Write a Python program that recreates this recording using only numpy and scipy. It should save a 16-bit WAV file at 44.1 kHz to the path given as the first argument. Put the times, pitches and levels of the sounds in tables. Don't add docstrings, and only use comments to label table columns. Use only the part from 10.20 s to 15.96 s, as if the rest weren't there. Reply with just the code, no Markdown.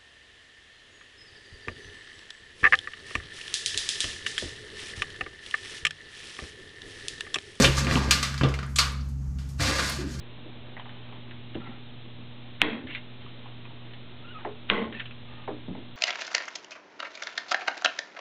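import sys
import numpy as np
from scipy import signal
from scipy.fft import rfft, irfft, next_fast_len
from scipy.io import wavfile
from scipy.ndimage import map_coordinates

SR = 44100
rng = np.random.default_rng(int(sys.argv[2]) if len(sys.argv) > 2 else 0)


def generate_wav(signal):
    frames = np.transpose(np.atleast_2d(signal))
    scaled = np.clip(frames, -1, 1) * 32767
    pcm = np.round(scaled).astype(np.int16)
    wavfile.write(sys.argv[1], SR, pcm)


def volts_from_decibels(level):
    exponent = np.asarray(level, float) / 20
    return 10 ** exponent


N = 254016
BLOW_MS = np.arange(-20 * SR // 1000, SR // 20) * 1000 / SR


def noise(length=N):
    return rng.standard_normal(length)


def unit(x):
    return x / np.sqrt(np.mean(x ** 2) + 1e-20)


def along(points, hz):
    f, v = np.transpose(points)
    return np.interp(np.log(hz + 1), np.log(f + 1), v)


def curves(rows, edge_s=0.0027):
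    s, *cols = np.transpose(rows)
    t = np.arange(N) / SR
    gate = np.clip(np.minimum(t - s[0], s[-1] - t) / edge_s + 1, 0, 1)
    return gate, [np.interp(t, s, c) for c in cols]


def wobble(rate):
    knots = rng.standard_normal(int(N * rate / SR) + 4)
    return map_coordinates(knots, [np.arange(N) * rate / SR])


def filtered(x, response):
    m = next_fast_len(len(x) + 8192)
    hz = np.fft.rfftfreq(m, 1 / SR)
    return irfft(rfft(x, m) * response(hz), m)[:len(x)]


def resonant(peaks, f):
    total = 0
    for k, (center, width, db) in enumerate(peaks):
        damping = 1j * f * width
        total = total + (-1) ** k * volts_from_decibels(db) * damping / (center * center - f * f + damping + 1e-9)
    return total


def add(track, s, sound):
    part = track[round(s * SR):][:len(sound)]
    part += sound[:len(part)]


def burst(hz, spread, t60, attack, snap):
    t = np.arange(SR // 3) / SR
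    push = noise(len(t)) * volts_from_decibels(-60 * t / max(t60, .01)) * (1 - np.exp(-t / attack))
    push[int(attack * SR)] += snap
    ring = filtered(push, lambda f: resonant([(hz, spread * hz, 0)], f) ** 2)
    return ring / np.abs(ring).max()


def ringing(hz, rise, t60, beat_db, lasts=.3):
    t = np.arange(SR // 3) / SR
    waver = np.interp(t, np.arange(30) / 80, rng.standard_normal(30))
    shape = (1 - np.exp(-t / rise)) * np.clip((lasts - t) / 0.034 + 1, 0, 1)
    return volts_from_decibels(beat_db * waver - 60 * t / max(t60, .05)) * shape * np.sin(2 * np.pi * hz * t)


def held(s, lasts, sag, release):
    t = np.arange(N) / SR - s
    falling = -sag * np.minimum(t, lasts) - release * np.maximum(t - lasts, 0)
    return np.where(t > 0, falling, 9000 * t)


def scrape():
    return unit(filtered(noise(len(BLOW_MS)), lambda f: resonant([(2200, 2200, 0)], f)))


# crest_s, peak_db, steel_pitch_hz, pitch_sag_per_ms, frame_bark_hz
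SHOT_LIST = [
    (2.4173, -.7, 2850, .31, 1130),
    (4.5003, -4.3, 3000, .38, 1200),
]


def blows():
    out, ms = np.zeros(N), BLOW_MS
    for s, db, hz, sag, bark_hz in SHOT_LIST:
        rise_ms, fall_ms, bark_ms = .43, .92, .36
        swell = np.exp(-np.where(ms < 0, (ms / rise_ms) ** 2, ms / fall_ms))
        steel = swell * np.cos(2 * np.pi * hz / 1000 * ms * (1 - sag * ms / 2))
        late = np.maximum(ms - .12, 0)
        bark_shape = -late * np.exp(1 - late / bark_ms) / bark_ms
        bark = bark_shape * np.sin(2 * np.pi * bark_hz / 1000 * late)
        thud = np.exp(-((ms - .3) / 0.54) ** 2)
        blow = steel + volts_from_decibels(-11) * bark + volts_from_decibels(-19.0) * thud
        echo = np.roll(blow, round(.0028 * SR))
        rattle = (ms > 1) * volts_from_decibels(-60 * ms.clip(0) / 30) * scrape()
        add(out, s + ms[0] / 1000, volts_from_decibels(db) * (blow + volts_from_decibels(-19.5) * echo + volts_from_decibels(-18) * rattle))
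    return out


# lead_s, level_db
LATCH_SLIPS = [
    (.017, -37),
    (.013, -33),
]


def latch_slips():
    out, ms = np.zeros(N), BLOW_MS
    for (s, *_), (lead, db) in zip(SHOT_LIST, LATCH_SLIPS):
        sliding = (ms > -1000 * lead) * (ms < 0)
        growth = np.clip(1 + ms / (1400 * lead), 0, 1)
        add(out, s + ms[0] / 1000, volts_from_decibels(db) * scrape() * growth * sliding)
    return out


# table_boom_db, room_wash_db, held_s, boom_release_db_per_s
TAILS = [
    (-32, -29.5, .15, 496),
    (-27.5, -26.5, 0.13, 212),
]
# pitch_hz, width_hz, level_db
BODY_PEAKS = [
    [(258, 144, -3), (1094, 16, -13), (1460, 38, -25.5), (1912, 120, -11.5), (2120, 87, -10.5),
     (2620, 110, -14.5), (3150, 36, -16.5), (3310, 61, -13)],
    [(202, 25, -7.5), (409, 100, -14), (866, 40, -4), (1070, 28, 3), (1520, 170, -9), (1880, 52, -7),
     (2034, 130, -4), (3240, 280, -14)],
]


def tails():
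    out = np.zeros(N)
    for (s, *_), (boom_db, wash_db, lasts, release), body in zip(SHOT_LIST, TAILS, BODY_PEAKS):
        start, boom_sag = s + .005, 33.5
        colour = lambda f: np.abs(resonant(body, f)) + volts_from_decibels(-19.5)
        low = lambda f: 1 / (1 + (f / 680) ** 8) / (1 + (140 / (f + 1)) ** 6)
        high = lambda f: (f < 4500) / (1 + (640 / (f + 1)) ** 8)
        boom = unit(filtered(noise(), lambda f: colour(f) * low(f)))
        linger = volts_from_decibels(-7.5 + held(start, .27, boom_sag, 600))
        out += volts_from_decibels(boom_db - 6.0) * (volts_from_decibels(held(start, lasts, boom_sag, release)) + linger) * boom
        grain = noise() * volts_from_decibels(1.5 * wobble(400))
        wash = unit(filtered(grain, lambda f: colour(f) * high(f)))
        out += volts_from_decibels(wash_db + held(start, lasts, 97.5, 183)) * wash
    return out


# start_s, peak_db, pitch_hz, lasts_s
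TABLE_RINGS = [
    (2.425, -31.5, 305, 0.12),
    (2.45, -36, 450, 0.054),
    (2.515, -27.5, 225, 0.024),
    (4.505, -31.5, 464, 0.13),
    (4.505, -39, 1084, .155),
    (4.505, -41, 856, 0.12),
    (4.58, -29.5, 225, 0.2),
    (4.51, -40, 1100, 0.093),
    (4.256, -36, 418, 0.057),
]


def table_rings():
    out = np.zeros(N)
    for s, db, hz, lasts in TABLE_RINGS:
        add(out, s, volts_from_decibels(db) * ringing(hz, 0.0063, 0.63, beat_db=3.5, lasts=lasts))
    return out


# start_s, peak_db, pitch_hz, upper_ring_db (against the lower)
STEEL_CLICKS = [(.597, -39, 1900, 2.5), (.693, -37.5, 1710, -8), (1.11, -37, 1720, 1),
                (1.346, -35.5, 1740, 2.5), (2.671, -34.5, 1920, 1.5), (2.749, -20.5, 2200, -6.5),
                (2.754, -31, 2300, -12), (2.708, -38, 2000, 1), (2.724, -42, 1800, 10),
                (2.737, -34, 2000, 1), (3.708, -48, 1800, -1), (3.735, -38, 1900, 3.5),
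                (4.725, -31.5, 1850, -2), (4.797, -28.5, 1800, 1), (4.802, -28.5, 1770, 2),
                (4.856, -38.5, 1720, 7), (4.909, -40.5, 1580, 4)]
# start_s, peak_db, pitch_hz, upper_ring_db
FRAME_TAPS = [(.567, -37, 800, 3.5), (.577, -41, 825, 5), (.596, -34, 850, -6), (.656, -39.5, 910, -4),
              (.925, -41, 950, -3), (3.062, -43.5, 1060, -6), (3.258, -38, 950, -13), (3.453, -41, 1020, 5),
              (3.506, -44.5, 850, -12), (4.249, -26, 787, -2.5), (5.277, -28.5, 850, -9),
              (5.55, -38, 804, -6.5)]


def clicks_and_taps():
    out = np.zeros(N)
    for rows, (upper, spread, t60) in (STEEL_CLICKS, (1.63, .54, .11)), (FRAME_TAPS, (2.29, .51, .098)):
        for s, db, hz, upper_db in rows:
            lower_ring = burst(hz, spread, t60, 0.00041, snap=11.9)
            upper_ring = burst(upper * hz, 0.35, 0.71 * t60, .0004, snap=10.3)
            add(out, s, volts_from_decibels(db) * (lower_ring + volts_from_decibels(upper_db) * upper_ring))
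    return out


# start_s, peak_db, pitch_hz, upper_ring_db
DULL_KNOCKS = [(0.177, -46, 297, -6), (.257, -40.5, 306, -19), (1.352, -31.5, 192, 4),
               (1.376, -36.5, 282, -8), (1.472, -39.5, 218, -3.5), (1.858, -42.5, 202, -14),
               (1.985, -43, 214, -13), (2.635, -34.5, 255, -12), (2.589, -40, 274, -11),
               (2.69, -40, 288, -12), (3.277, -51.5, 353, 0), (4.252, -29.5, 433, 0.5),
               (4.288, -45, 590, 7), (5.279, -28.5, 414, -0.5), (5.309, -30.5, 301.6, -8),
               (5.482, -28, 186.6, -5), (5.51, -38.5, 277, -12), (5.552, -36.5, 271, -1)]


def knocks():
    out, t60 = np.zeros(N), 0.25
    for s, db, hz, upper_db in DULL_KNOCKS:
        tone = ringing(hz, 0.0046, t60, beat_db=4)
        wood = burst(hz, .9, t60, 0.0043, snap=12.0)
        upper = burst(1.73 * hz, 0.81, 0.59 * t60, 0.0013, snap=10)
        add(out, s, volts_from_decibels(db - 4.5) * (tone + 1.6 * wood))
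        add(out, s, volts_from_decibels(db + upper_db) * upper)
    return out


# start_s, peak_db, pitch_hz
FLOOR_THUMPS = [
    (1.352, -37, 78),
    (2.42, -40, 65),
    (2.64, -39, 85),
    (4.5, -38, 66),
    (4.655, -40, 72),
    (5.487, -39, 75),
]


def thumps():
    out = np.zeros(N)
    for s, db, hz in FLOOR_THUMPS:
        add(out, s, volts_from_decibels(db) * ringing(hz, .005, .2, beat_db=.1))
    return out


# time_s, pitch_hz, level_db
SQUEAK_PATH = [
    (4.025, 1180, -66),
    (4.045, 1350, -56),
    (4.105, 1450, -55),
    (4.13, 1440, -58),
    (4.142, 1280, -51.5),
    (4.178, 1260, -46),
    (4.195, 1225, -53.5),
    (4.225, 1120, -61),
]


def squeak():
    gate, (hz, db) = curves(SQUEAK_PATH)
    octave_db = db + 0.085 * (hz - 1400)
    rough_hz = hz * (1 + .005 * wobble(60) + .035 * wobble(700))
    phase = 2 * np.pi * np.cumsum(rough_hz) / SR
    tone = volts_from_decibels(db + 5 + 3.7 * wobble(80)) * np.sin(phase)
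    octave = volts_from_decibels(octave_db + 6.0 + 2.8 * wobble(80)) * np.sin(2 * phase)
    return gate * (tone + octave)


# start_s, length_s, level_db, swell_db (over the
RUB_STROKES = [
    (0.607, 0.37, -51.5, 1),
    (1.403, 0.12, -49.5, 1),
    (2.686, 0.089, -44, 1),
    (3.006, 0.37, -49, -10),
    (4.743, .05, -42, 1.5),
    (5.084, .16, -48, 0),
    (4.188, 0.031, -48, 2),
]
# pitch_hz, width_hz, level_db
RUB_PEAKS = [
    [(870, 98, -8.5), (1710, 330, -7.5), (3100, 92, -10)],
    [(800, 43, 2), (1360, 26, 8), (2000, 51, -0.5), (2810, 43, -3)],
    [(2200, 140, 3), (2300, 33, -8), (2740, 41, 1), (3450, 28, -23)],
    [(2180, 130, -22), (3170, 69, -1)],
    [(1800, 27, 1), (2630, 44, 3.5), (3350, 130, -16)],
    [(860, 15, 2.5), (1226, 16, 5), (1800, 24, -2), (2630, 36, -1.5), (2850, 52, -12.5)],
    [(850, 80, 7), (1900, 250, 3), (2900, 200, 0.5)],
]


def rubbing():
    out = np.zeros(N)
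    for (s, lasts, db, swell_db), peaks in zip(RUB_STROKES, RUB_PEAKS):
        grains = noise() * volts_from_decibels(1.8 * wobble(45) + 1.5 * wobble(300))
        wide = np.multiply(peaks, [1, 2.5, 1])
        cloth = unit(filtered(grains, lambda f: resonant(wide, f) + volts_from_decibels(-14.5) * (f > 500)))
        out += volts_from_decibels(db + held(s, lasts, -swell_db / lasts, 350)) * cloth
    return out


# pitch_hz, level_db (peak)
LAMP_HUM = [(120.3, -45.5), (240.6, -50.5), (360.9, -66.5), (481.2, -70), (601.5, -65.5)]


def lamp_hum():
    t = np.arange(N) / SR
    drift = 0.22 * wobble(6.8)
    out = np.zeros(N)
    for k, (hz, db) in enumerate(LAMP_HUM):
        out += volts_from_decibels(db - 0.5 + 1.1 * wobble(1.9)) * np.sin(2 * np.pi * hz * t + k * (1.17 + drift))
    return out


# pitch_hz, level_db (per Hz)
HISS_COLOUR = [(25, -9.5), (50, -3), (78, -7.5), (100, 1), (170, 0.5), (300, -1), (500, -6), (900, -8),
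               (1500, -11.5), (2200, -9.5), (3000, -6.5), (3700, -5.5), (4100, -8), (4500, -18.5)]


def hiss():
    rumble = lambda f: np.abs(resonant([(77, 19, 2.6)], f))
    air = filtered(noise(), lambda f: (volts_from_decibels(along(HISS_COLOUR, f)) + rumble(f)) * (f < 4600))
    return volts_from_decibels(-49.5 + 0.2 * wobble(2.5)) * unit(air)


# time_s, level_db
DRONE_LEVEL = [(0, -44.5), (1.2, -45.5), (2.2, -55.5), (3.6, -47), (4.9, -54.5), (5.76, -50)]


def drone():
    murmur = unit(filtered(noise(), lambda f: resonant([(307, 220, -2.5), (423, 60, -9)], f)))
    level_db, = curves(DRONE_LEVEL)[1]
    return volts_from_decibels(level_db - 10.5 + 2.5 * wobble(25)) * murmur


# after_s, gain_db, offset_swing (full scale 1)
DUCK_PATH = [
    (0, 0, 0),
    (.012, -3, .014),
    (.04, -3, .012),
    (.12, -4, -.003),
    (.17, -4.5, -.007),
    (.26, -2.5, -.0025),
    (.34, 0, 0),
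]


def ducking():
    after, gain_db, swing = np.transpose(DUCK_PATH)
    t = np.arange(N) / SR
    return [sum(np.interp(t - shot[0], after, v, 0, 0) for shot in SHOT_LIST) for v in (gain_db, swing)]


def scene():
    gun = blows() + latch_slips() + tails() + table_rings()
    handling = clicks_and_taps() + knocks() + thumps() + squeak() + rubbing()
    workshop = lamp_hum() + hiss() + drone()
    return (gun + handling + volts_from_decibels(ducking()[0]) * workshop)[None]


# pitch_hz, level_db
MIC_BAND = [(3700, 0), (4000, -4), (4250, -11), (4450, -20), (4650, -50), (4900, -120)]


def microphone(sound):
    x = filtered(sound, lambda f: volts_from_decibels(along(MIC_BAND, f))) + .007 + ducking()[1]
    return np.minimum(x, .705)


def low_pass(x):
    return signal.sosfilt(signal.butter(12, 15500, fs=SR, output="sos"), x)


def record(dry):
    mix = microphone(dry[0])[None]
    return low_pass(mix)


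dry = scene()
out = record(dry)
generate_wav(out)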